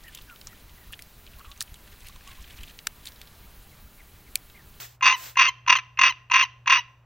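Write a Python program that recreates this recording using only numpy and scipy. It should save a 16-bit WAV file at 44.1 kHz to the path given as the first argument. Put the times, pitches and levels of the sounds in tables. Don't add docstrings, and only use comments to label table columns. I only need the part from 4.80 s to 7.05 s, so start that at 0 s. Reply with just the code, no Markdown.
import sys
import numpy as np
from scipy import signal
from scipy.fft import rfft, irfft
from scipy.io import wavfile
from scipy.ndimage import uniform_filter1d, minimum_filter1d

SR = 44100
rng = np.random.default_rng(int(sys.argv[2]) if len(sys.argv) > 2 else 0)


def dump(signal):
    limited = np.clip(np.atleast_2d(signal).T, -1, 1)
    pcm = np.round(limited * 32767).astype(np.int16)
    wavfile.write(sys.argv[1], SR, pcm)


def boost(x):
    u = np.asarray(x, float) / 20
    return 10 ** u


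N = 99225

# (start [s], beat pace [ratio], sac tone [dB], tone between beats [dB], lead-in before start [s])
CROAKS = [
    (0.222, 1, -24, -17, .013),
    (0.567, .98, -12, -28, .011),
    (0.874, .98, -12, -28, .011),
    (1.186, 1.01, -12, -30, .013),
    (1.510, 1.01, -12, -29, .011),
    (1.869, 1.05, -12, -30, .010),
]
# (time [s], level [dB])
EFFORT = [
    [(0.224, -26), (0.276, -14.5), (0.288, -20.5), (0.316, -22), (0.364, -39.5), (0.37, -44.5)],
    [(0.569, -22), (0.617, -15.5), (0.697, -27.5), (0.705, -39.5)],
    [(0.876, -21), (0.882, -14.5), (0.888, -27.5), (0.902, -10), (0.916, -28), (0.926, -11), (0.946, -27.5),
     (0.956, -20), (1.0, -33.5)],
    [(1.188, -20), (1.198, -20.5), (1.206, -34), (1.214, -18), (1.248, -16), (1.298, -19.5), (1.318, -38.5),
     (1.325, -33)],
    [(1.512, -18), (1.528, -27), (1.54, -13), (1.552, -19.5), (1.562, -16), (1.602, -20.5), (1.612, -16.5),
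     (1.65, -31), (1.66, -44)],
    [(1.871, -24), (1.881, -16), (1.889, -35), (1.901, -15), (1.939, -17), (1.993, -22), (2.02, -48)],
]
# (frequency [Hz], width [Hz], level [dB], share of the throb [ratio])
BODY = [(1027, 70, -7.5, 1.2), (1379, 160, -12.5, 0.54), (1450, 88, -23, 1.7), (1902, 354, 1.5, 0.47),
        (2308, 51, -14, 0.24), (2493, 100, -1, 0.47), (2781, 82.6, -2.5, 0.093), (3240, 290, -8, 0.26),
        (3748, 230, -6.5, 0.93), (3834, 71, -19, 0.38), (4664, 200, -13, 0.81), (5670, 310, -10, .4),
        (5983, 220, -10, 0.76), (7780, 700, -25.5, 1.5)]


def rasp(t):
    slap_hz, slap_jitter, slap_spread_db, mode_spread_db = 255, 0.16, 2.5, 2.5
    onset_s, throb_db = 0.0066, 7
    effort, throb, lead, sheen_hz = 0, 0, 0, 0
    for push, (start, pace, db, between_db, early) in zip(EFFORT, CROAKS):
        u = t - start
        inside = (u > -0.02) & (u < 0.16)
        pushed = boost(np.interp(t, *np.transpose(push), right=-120))
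        effort = effort + pushed * np.clip(u / onset_s, 0, 1)
        depth_db = np.clip(db - between_db, 0, throb_db)
        throb = throb - inside * depth_db * (1 - np.abs(beats(u, pace)))
        lead = lead + (u > -early) * boost(-31 - 60 * np.clip(u + early, 0, 1) / 0.034)
        sheen_hz = sheen_hz + inside * (15300 - 19000 * u)
    for start, length, _, _, _ in WHINES:
        whining = np.clip((t - start) / WHINE_EDGE_S, 0, 1) * (t < start + length)
        effort = effort * (1 - 0.7 * whining)

    draws = rng.standard_normal((800, 20))
    slap_s = np.cumsum(np.exp(slap_jitter * draws[:, 0])) / slap_hz
    heard = slap_s < t[-1]
    at = (slap_s[heard] * SR).astype(int)
    draws = np.clip(draws[heard], -2, 1.5)
    air = rng.standard_normal(N) * np.sqrt(slap_hz / SR)
    rung = []
    for k, (hz, width_hz, db, share) in enumerate(BODY):
        slaps = boost(-11) * air
        slaps[at] += boost(slap_spread_db * draws[:, 1] + mode_spread_db * draws[:, 2 + k])
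        drive = slaps * effort * boost(share * throb) + lead * air * (hz < 3300)
        rung.append((-1) ** k * boost(db) * resonate(drive, hz, width_hz))

    body = signal.sosfilt(signal.butter(4, 772, "high", fs=SR, output="sos"), sum(rung[:-1]))
    body = signal.sosfilt(signal.cheby1(6, 1, 6860, fs=SR, output="sos"), body)
    body = body + band(rung[-1], 5600, 8400)
    sheen = np.sin(2 * np.pi * np.cumsum(sheen_hz) / SR)
    sheen = boost(-38) * drift(500) * sheen * effort * boost(throb)
    thump = boost(-60) * rms_one(band(air, 210, 450)) * np.sqrt(effort)
    edge = boost(-42) * rms_one(band(air, 7000, 13500)) * effort
    return boost(-2.43) * 2.54 * body + band(sheen, 12000, 16000) + thump, edge


# (multiple [ratio], level [dB])
SAC_TONES = [(1, 0), (2, -10), (4, -24), (6, -17)]


def sac(t):
    phase = 2 * np.pi * np.cumsum(1030 * (1 + 0.008 * drift(40))) / SR
    tone = sum(boost(db) * np.sin(k * phase + k) for k, db in SAC_TONES)
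    shape, flutter = 0, boost(2 * drift(110))
    rise_s, end_s, fall_s = 0.0069, 0.105, 0.028
    for start, pace, db, between_db, _ in CROAKS:
        held = np.clip(np.minimum((t - start) / rise_s, (start + end_s - t) / fall_s + 1), 0, 1)
        shape = shape + boost(db) * beats(t - start, pace) + boost(between_db) * held * flutter
    return shape * tone


# (time after start [s], width [s], level [dB])
BEATS = [
    (.008, .003, -4),
    (.030, .0038, 0),
    (.054, .0045, -2),
    (.084, .005, -5),
]


def beats(u, pace):
    swells = 0
    for k, (at, wide, db) in enumerate(BEATS):
        swells = swells + (-1) ** k * boost(db) * np.exp(-0.5 * ((u - at * pace) / wide) ** 2)
    return swells


# (start [s], length [s], first pitch [Hz], last pitch [Hz], level [dB])
WHINES = [
    (0.331, 0.032, 1030, 956, -30),
    (0.676, 0.027, 1088, 983, -24.5),
    (0.959, 0.025, 1071, 984, -26),
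    (1.292, 0.029, 1058, 964, -28.5),
    (1.623, .026, 1100, 925, -23),
    (1.975, .03, 992, 964, -28.5),
]
# (multiple [ratio], level [dB])
WHINE_TONES = [(1, .1), (2, -9), (3, -7), (4, -17), (5, -28), (6, -16), (7, -45), (13, -38), (14, -42)]
WHINE_EDGE_S = 0.005


def whine(t):
    out = np.zeros(N)
    overtone_db = 5.24 - 1.5 * drift(40)
    for start, length, first_hz, last_hz, db in WHINES:
        u = np.clip((t - start) / length, 0, 1)
        phase = 2 * np.pi * np.cumsum(first_hz + (last_hz - first_hz) * u ** 1.1) / SR
        fade = np.minimum(t - start, 0.5 * (start + length - t))
        shape = np.clip(fade / WHINE_EDGE_S, 0, 1) ** 2
        for k, tone_db in WHINE_TONES:
            level = boost(db + 2 + tone_db + (k > 1) * overtone_db)
            out += shape * level * np.sin(k * phase + k * k)
    return out


# (frequency [Hz], share [ratio])
PORTS = [(690, -.4), (1030, -0.2), (1400, -0.5), (2400, 0.35), (4100, .2), (4800, 0.9), (5300, 0),
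         (6400, 0.8)]


def space(x, edge):
    tank_t60_s, room_t60_s = 0.058, 0.46
    t = np.arange(SR) / SR
    tank = rng.standard_normal(SR) * boost(-60 * t / tank_t60_s) * (t > 0.001)
    walls = [(300, 0), (5900, -3), (16000, -25)]  # (frequency [Hz], level [dB])
    room = stereo(coloured(walls), 0.42 * coloured(walls))[:, :SR]
    room = room * boost(-60 * t / room_t60_s) * (t > 0.008)
    near = x + boost(-12) * signal.fftconvolve(x, rms_one(tank) / np.sqrt(SR))[:N]
    side = irfft(rfft(near) * 1j * at_hz(PORTS, np.fft.rfftfreq(N, 1 / SR)), N)
    tail = signal.fftconvolve(x[None], rms_one(room) / np.sqrt(SR), axes=1)[:, :N]
    return stereo(near, side + edge) + boost(-30) * tail


# (time [s], level [dB])
MIST = [(0, -39.5), (.06, -46.5), (.08, -54), (.15, -62.5), (.19, -80.5), (.33, -65.5), (.38, -47),
        (.44, -41), (.48, -43), (.51, -49.5), (.55, -63.5), (.62, -84.5)]
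# (frequency [Hz], level [dB])
MIST_COLOUR = [(200, -20), (2000, -7.5), (8200, -11.5), (8800, -53), (11700, -47), (12600, -9),
               (15700, -10.5), (16100, -51)]
# (frequency [Hz], level [dB])
MIST_SIDE = [(120, -60.5), (200, -31.5), (1000, -8.5), (1770, -13), (2090, -56.5), (4680, -18.5),
             (10900, -6), (13800, -18.5), (16000, -78.5)]


def mist(t):
    puffs = boost(np.interp(t, *np.transpose(MIST)) + 0.89 * drift(25))
    return puffs * stereo(coloured(MIST_COLOUR), boost(-2) * coloured(MIST_SIDE))


# (frequency [Hz], level [dB])
HUM = [(60, -73), (80, -76.5), (120, -57)]


def hum(t):
    tones = 0
    for hz, db in HUM:
        tones = tones + np.sqrt(2) * boost(db + 1.6 * drift(6)) * np.sin(2 * np.pi * hz * t)
    return tones


# (frequency [Hz], level per Hz [dB])
FLOOR = [(25, -16.5), (60, -1.5), (130, -7.5), (200, -23), (500, -21.5), (1000, -19.5), (3000, -34.5),
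         (6000, -58)]


def room_floor():
    sides = [(100, -63.5)] + FLOOR[3:]
    return boost(-62) * stereo(coloured(FLOOR), boost(-28) * coloured(sides))


def rms_one(x):
    return x / np.sqrt(np.mean(x ** 2) + 1e-20)


def at_hz(points, hz):
    table_hz, values = np.array(points).T
    return np.interp(np.log(np.maximum(hz, 1)), np.log(table_hz), values)


def drift(rate_hz):
    r = np.exp(-2 * np.pi * rate_hz / SR)
    return rms_one(signal.lfilter([1], [1, -2 * r, r * r], rng.standard_normal(N + SR))[SR:])


def resonate(x, hz, width_hz):
    r, w = np.exp(-np.pi * width_hz / SR), 2 * np.pi * hz / SR
    return signal.lfilter([0, np.sin(w)], [1, -2 * r * np.cos(w), r * r], x + 1e-18)


def coloured(points):
    spectrum = rfft(rng.standard_normal(N))
    return rms_one(irfft(spectrum * boost(at_hz(points, np.fft.rfftfreq(N, 1 / SR))), N))


def stereo(mid, side):
    return np.array([mid + side, mid - side])


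def band(x, low_hz, high_hz):
    return signal.sosfilt(signal.butter(3, [low_hz, high_hz], "band", fs=SR, output="sos"), x)


def scene():
    t = np.arange(N) / SR
    voice, edge = rasp(t)
    frog = space(voice + sac(t) + whine(t), edge)
    return frog + mist(t) + hum(t) + room_floor()


def top_cut(x):
    return signal.sosfilt(signal.butter(12, 16800, fs=SR, output="sos"), x)


def record(dry):
    ceiling = 0.88
    gain = minimum_filter1d(ceiling / np.maximum(np.abs(dry).max(axis=0), ceiling), size=181)
    gain = uniform_filter1d(uniform_filter1d(gain, size=90), size=90)
    return top_cut(dry * gain)


dry = scene()
out = record(dry)
dump(out)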